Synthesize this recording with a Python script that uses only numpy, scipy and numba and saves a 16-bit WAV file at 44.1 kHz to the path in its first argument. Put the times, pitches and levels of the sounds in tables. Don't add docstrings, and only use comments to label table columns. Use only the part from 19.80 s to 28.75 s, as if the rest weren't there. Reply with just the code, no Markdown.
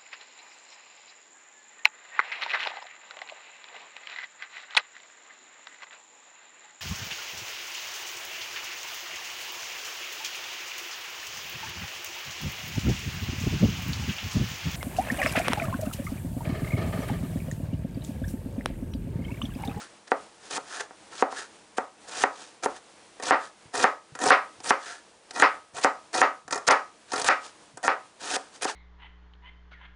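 import sys
import numpy as np
from scipy import signal
from scipy.fft import rfft, irfft
from scipy.io import wavfile
from scipy.ndimage import uniform_filter1d, minimum_filter1d
from numba import njit

SR = 44100
rng = np.random.default_rng(int(sys.argv[2]) if len(sys.argv) > 2 else 0)


def generate_wav(sig):
    pcm = np.round(np.clip(np.atleast_2d(sig).T, -1, 1) * 32767).astype(np.int16)
    wavfile.write(sys.argv[1], SR, pcm)


N = 394694
TIME = np.arange(N) / SR
TAIL = TIME[:SR // 2]
TOP_HZ = 10100

# knock t/s, blow level/dB, contact corner f/Hz
# (low is cushioned, high is bare wood), cut length/s, level at the cut's end/dB,
# board level relative to the cut/dB, crispness (0 slides, 1 crunches)
KNIFE_STROKES = [(0.3184, -7.5, 830, 0.0023, -40.5, 3, .9), (0.779, -21.5, 770, 0.069, -32.5, -2, 0.53),
                 (1.01, -32, 2000, 0.0063, -38, 8.5, 1), (1.109, -36, 1030, .005, -67, -3.5, 0.9),
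                 (1.4246, -4.5, 745, 0.107, -39, -7, 0.7), (1.526, -24.5, 840, 0.012, -53, -8, 0.2),
                 (1.9835, -11, 860, 0.0043, -35.5, -3.5, 0.3), (2.4383, -6, 1130, 0.16, -30, -8.5, 0.55),
                 (2.8604, -9, 660, .024, -34, 0.5, 1), (3.5090, 3.5, 1370, .08, -32.5, 0, .95),
                 (4.042, -0.5, 1340, 0.1, -27, 2.5, 0.77), (4.5056, 6.5, 1990, 0.097, -25, 1, 1),
                 (4.907, -3, 1480, 0.063, -31.5, -2.5, 1), (5.6236, 4, 2070, 0.083, -30.5, 4.5, 1),
                 (6.0466, -1, 1240, 0.1, -36, -2, 1), (6.4166, 2.5, 1560, 0.077, -26.5, 3, 1),
                 (6.8874, 7.5, 1660, 0.008, -22.5, -4.5, 0.9),
                 (7.4881, 1.5, 2140, 0.024, -26.5, -2.5, 0.72), (8.0801, -1.5, 1610, .038, -35, 6.5, 1),
                 (8.566, -19.5, 760, 0.16, -28.5, -4, 0.34), (8.8532, -15, 720, 0.031, -28.5, -2.5, 0.84)]
# f/Hz, level/dB
CELL_SPECTRUM = [(60, -17), (105, 0), (170, -3.5), (400, -14.5), (1000, 8.5), (2200, 5.5), (3500, 3),
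                 (6500, 4), (10000, -3)]


def amp(db):
    return 10 ** (np.asarray(db) / 20)


def unit(response):
    return response / np.sqrt(np.sum(response ** 2))


def through(x, response):
    return signal.fftconvolve(x, response)[:len(x)]


def highpass(x, hz, order):
    return signal.sosfilt(signal.butter(order, hz, "high", fs=SR, output="sos"), x)


def colour(points, size=2048):
    hz, db = np.transpose(points)
    bin_hz = np.arange(size // 2 + 1) * SR / size
    gain = amp(np.interp(np.log(bin_hz + 1), np.log(hz), db))
    cepstrum = irfft(np.log(gain))
    cepstrum[1:size // 2] *= 2
    cepstrum[size // 2 + 1:] = 0
    return unit(irfft(np.exp(rfft(cepstrum))))


def add(track, s, sound):
    start = int(s * SR)
    track[start:start + len(sound)] += sound[:N - start]


def envelope(s, db, edge_s=0.0011):
    return amp(np.interp(TIME, [s[0] - edge_s, *s, s[-1] + edge_s], [-120, *db, -120]))


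def decay(t60):
    return np.exp(-np.log(1000) * TAIL / t60)


def modes(table, phase_spread=0):
    return sum(amp(db) * np.cos(2 * np.pi * hz * TAIL + phase_spread * rng.standard_normal()) * decay(t60)
               for hz, db, t60 in table)


def burst(t60):
    return rng.standard_normal(len(TAIL)) * decay(t60)


def push(corner_hz):
    force = TAIL * np.exp(-2 * np.pi * corner_hz * TAIL)
    return force / force.sum()


def flutter(per_s):
    knots = np.arange(0, TIME[-1] + 1, 1 / per_s)
    return np.interp(TIME, knots, rng.standard_normal(len(knots)))


def clicks(per_s, scatter_db):
    sizes = amp(scatter_db * np.minimum(rng.exponential(size=N), np.pi)) * rng.choice([-1, 1], N)
    train = sizes * (rng.random(N) < per_s / SR)
    return train / train.std()


def room_tone(waver_db=-1.96):
    # f/Hz, level/dB
    floor_spectrum = [(15, -47.5), (25, -14.5), (168, -10.5), (221, -4), (264, -12.5), (299, -2),
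                      (414, -8.5), (447, -1.5), (506, -5.5), (972, -6.5), (1160, -9.5), (2340, -13),
                      (10000, -18), (13000, -75.5), (22000, -120)]
    # t/s, level/dB
    floor_levels = [(0, -54.5), (4.2, -54.5), (6.8, -58), (8.95, -56.5)]
    db = np.interp(TIME, *np.transpose(floor_levels)) + waver_db * flutter(12)
    return through(rng.standard_normal(N), colour(floor_spectrum)) * amp(db)


def reverberation():
    # f/Hz, t60/s
    room_decay = [(250, 0.18), (700, 0.28), (1200, 0.25), (2000, 0.24), (5000, .2)]
    hz, t60s = np.transpose(room_decay)
    bin_hz = np.arange(len(TAIL) // 2 + 1) * SR / len(TAIL)
    spectrum = sum(rfft(burst(t60)) * np.sqrt(np.interp(bin_hz, hz, band))
                   for t60, band in zip(t60s, np.eye(len(hz))))
    fade = np.minimum(1, 2 * np.linspace(1, 0, len(TAIL))) ** 2
    return fade * irfft(spectrum, len(TAIL))


def board_response(hollow_db, spot_db=1.5, crack_db=-19, wash_db=17, ring_db=-26, build_s=0.0034):
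    # f/Hz, level/dB, t60/s
    board_modes = [(293.4, -26.5, 0.081), (458, -24, 0.046), (509.5, -10.5, 0.039), (771, -4.5, 0.047),
                   (948, 0.5, 0.023), (1152, -2, 0.025), (1354, 0, 0.025), (1563, 6, 0.013),
                   (1828, 2, 0.025), (2064, -21, 0.035), (2527, -3.5, 0.015)]
    # f/Hz, level/dB
    wash_spectrum = [(60, -41), (180, -13), (280, -6.5), (600, 5), (1200, 9.5), (2000, 6.5), (2600, 3.5),
                     (3300, -3.5), (5200, 1.5), (7500, -15), (10000, -61.5)]
    # f/Hz, level/dB, t60/s
    ring_modes = [(250.5, -16, 0.28), (280, -6.5, 0.24), (337, -11, 0.17), (423.3, -2, 0.21),
                  (547, 2.5, 0.23), (755, 3, 0.26), (901, 1.5, 0.21), (996, -7.5, 0.35), (1031, 1.5, 0.14),
                  (1184, 2.5, 0.32), (1267, 8.5, 0.31), (1289, 4.5, 0.16), (1334, -2, 0.1), (1375, 8, 0.18),
                  (1445, -8, 0.21), (1505, 4, 0.21), (1775, 8, 0.075), (1917, 7.5, 0.23), (2070, 4, .22),
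                  (2490, -2.5, 0.12)]
    spot_modes = [(hz, db + spot_db * rng.standard_normal(), t60) for hz, db, t60 in board_modes]
    wood = modes(spot_modes, phase_spread=0.71)
    build = 1 - np.exp(-TAIL / build_s)
    wash = amp(wash_db) * unit(through(reverberation(), colour(wash_spectrum)) * build)
    crack = amp(crack_db) * burst(t60=0.0073)
    ring = amp(ring_db) * modes(ring_modes) * build
    flex = colour([(800, hollow_db), (1600, 0)], size=512)
    sound = through(wood + crack + wash + ring, flex)
    return highpass(sound, hz=240, order=4)


def cutting(edge_s, swell_db_per_s=112, on_board=False, entry_s=0.011, entry_db=-16):
    crisp, smooth = np.zeros(N), np.zeros(N)
    for s, _, _, length, db, body_db, crispness in KNIFE_STROKES:
        first_db = db - swell_db_per_s * length
        gain = envelope([s - length - entry_s, s - length, s], [first_db + entry_db, first_db, db], edge_s)
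        gain *= amp(body_db * on_board)
        share = np.clip(crispness, 0, 1)
        crisp += gain * np.sqrt(share)
        smooth += gain * np.sqrt(1 - share)
    return crisp, smooth


def rubs(body, air_db=2, body_db=-4, blade_db=-6, judder_db=1, speed_power=1.44, cut_rasp_db=-2):
    # fastest t/s, length/s, level/dB, relative rasp/dB
    slides = [(0.015, 0.16, -45.5, 6.5), (0.281, 0.025, -46.5, -2.5), (0.669, 0.17, -50, -4),
              (0.952, 0.25, -40.5, 3.5), (1.008, .03, -42, 14), (1.587, 0.21, -41.5, 7),
              (2.612, 0.3, -47, -12), (2.967, 0.067, -49.5, 2), (3.64, 0.15, -48.5, 9),
              (5.089, 0.3, -44, 7.5), (7.39, .26, -39, -2), (7.654, 0.16, -45.5, -14),
              (8.758, 0.092, -49, -17), (8.896, 0.1, -35, -2)]
    # f/Hz, level/dB
    hiss_spectrum = [(80, -37), (400, -10), (900, 3), (2150, 0), (3000, 1.5), (6500, 0.5), (10000, -7.5)]
    # f/Hz, level/dB, t60/s
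    blade_modes = [(1414, 6.5, 0.012), (1594, 1.5, 0.013), (1702, -4, 0.062), (1816, -22.5, .03)]
    friction = clicks(per_s=14000, scatter_db=7.5) * amp(judder_db * flutter(200))
    _, sliding = cutting(edge_s=0.0067)
    drag = friction * sliding
    rasp = drag * amp(cut_rasp_db)
    for fastest, length, db, rasp_db in slides:
        speed = np.maximum(0, 1 - np.abs(TIME - fastest) / (length / 2))
        slide = amp(db) * speed ** speed_power * friction
        drag += slide
        rasp += slide * amp(rasp_db)
    hiss = amp(air_db) * through(drag, colour(hiss_spectrum))
    wood = amp(body_db) * through(drag, body)
    steel = amp(blade_db) * through(rasp, unit(modes(blade_modes)))
    return hiss + wood + steel


def clusters(x, patchy_db=4.0, patches_per_s=130, bands=7):
    spectrum, hz = rfft(x), np.arange(N // 2 + 1) * SR / N
    centres = np.linspace(0, TOP_HZ, bands)
    return sum(irfft(spectrum * np.interp(hz, centres, band), N) * amp(patchy_db * flutter(patches_per_s))
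               for band in np.eye(bands))


def crunch(body, air_db=1.5, body_db=-2, layer_db=3.5, layers_per_s=220):
    bursts = clusters(clicks(per_s=9000, scatter_db=5.0)) * amp(layer_db * flutter(layers_per_s))
    air_gain, _ = cutting(edge_s=0.0042)
    wood_gain, _ = cutting(edge_s=0.0054, swell_db_per_s=51, on_board=True)
    air = amp(air_db) * through(bursts * air_gain, colour(CELL_SPECTRUM))
    wood = amp(body_db) * through(bursts * wood_gain, body)
    return air + wood


def knocks(hollow_db_per_octave=5, neutral_hz=1223):
    out = np.zeros(N)
    for s, db, corner_hz, *_ in KNIFE_STROKES:
        hollow_db = hollow_db_per_octave * np.log2(neutral_hz / corner_hz)
        add(out, s, amp(db) * through(push(corner_hz), board_response(hollow_db)))
    return out


def tear(t60, rise_s=0.00094):
    return decay(t60) * (1 - np.exp(-TAIL / rise_s))


def snaps(body, snap_db=-6, body_db=-2, thin_t60=0.023, thin_db=-27, doubling_db=11,
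          veins_per_s=35, vein_db=5):
    # t/s, level/dB, relative board level/dB
    ribs = [(0.9964, -31, 2), (3.3977, -27.5, 9.5), (3.4238, -21.5, 3), (4.3513, -24.5, 5.5),
            (4.389, -23.5, -1), (4.415, -18.5, 8), (4.802, -28.5, 3.5), (5.508, -24, -3.5),
            (6.036, -14.5, -6.5), (6.3304, -25, -5), (6.6787, -26.5, 5.5), (6.708, -20, 2.5),
            (6.724, -15, 7), (6.744, -24.5, 3), (6.756, -19, 6), (6.776, -21.5, 5), (6.908, -12.5, -7),
            (7.3182, -17.5, 0), (7.3323, -15.5, 7), (7.3578, -16.5, 3.5), (7.379, -19.5, 5),
            (7.396, -17.5, 0.5), (7.4144, -17.5, 2.5), (7.443, -14, 3), (7.972, -25, 5), (8.0288, -23, 1.5),
            (8.0465, -17.5, 7.5)]
    depth, _ = cutting(edge_s=0.0062, swell_db_per_s=43)
    vein_breaks = rng.random(N) < veins_per_s / SR
    air_gain = through(amp(vein_db) * depth * vein_breaks, tear(thin_t60))
    wood_gain = air_gain * amp(body_db)
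    for s, db, board_db in ribs:
        t60 = thin_t60 * 2 ** ((db - thin_db) / doubling_db)
        snap = amp(db + snap_db) * tear(t60)
        add(air_gain, s, snap)
        add(wood_gain, s, snap * amp(board_db + body_db))
    crackle = rng.standard_normal(N)
    air = through(clusters(crackle * air_gain), colour(CELL_SPECTRUM))
    return air + through(crackle * wood_gain, body)


def nudges(thud_hz=125, thud_t60=0.035, press_t60=0.16):
    # t/s, level/dB
    presses = [(3.854, -52), (4.319, -50), (4.778, -55), (5.932, -52), (6.646, -59), (7.936, -49.5)]
    force = np.zeros(N)
    for s, db in presses:
        add(force, s, amp(db) * burst(press_t60))
    thud = through(modes([(thud_hz, 0, thud_t60)]), push(corner_hz=400))
    return through(force, unit(thud))


def squeak(db_per_harmonic=-5, waver=0.035, rough_db=2.0, harmonics=5):
    # t/s, slip f/Hz, level/dB
    glide = [(8.858, 1850, -46), (8.872, 1500, -35), (8.886, 1200, -30), (8.9, 950, -36), (8.92, 760, -46)]
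    s, hz, db = np.transpose(glide)
    slip_hz = np.interp(TIME, s, hz) * (1 + waver * flutter(700))
    phase = 2 * np.pi * np.cumsum(slip_hz) / SR
    grip = envelope(s, db) * amp(rough_db * flutter(300))
    return grip * sum(amp(db_per_harmonic * k) * np.sin((k + 1) * phase) for k in range(harmonics))


def scene(leaf_room_db=-16):
    board = board_response(hollow_db=-1.5, spot_db=-2.5)
    body = unit(through(board, push(corner_hz=950)))
    leaves = crunch(body) + snaps(body) + rubs(body) + squeak()
    walls = amp(leaf_room_db) * through(leaves, unit(burst(t60=0.44)))
    return (knocks() + leaves + walls + nudges() + room_tone())[None]


@njit
def follow(size, keep):
    out, held = np.empty(len(size)), 0.
    for i in range(len(size)):
        held = max(size[i], held * keep)
        out[i] = held
    return out


def record(dry, ceiling_db=-3, release_s=0.008, low_cut_hz=60, smooth_samples=24):
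    peak = follow(np.abs(dry[0]), np.exp(-1 / (release_s * SR)))
    gain = np.minimum(1, amp(ceiling_db) / (peak + 1e-9))
    gain = uniform_filter1d(minimum_filter1d(gain, smooth_samples), smooth_samples)
    sound = highpass(dry * gain, low_cut_hz, order=1)
    return signal.sosfilt(signal.ellip(12, 0.2, 80, TOP_HZ, fs=SR, output="sos"), sound)


dry = scene()
out = record(dry)
generate_wav(out)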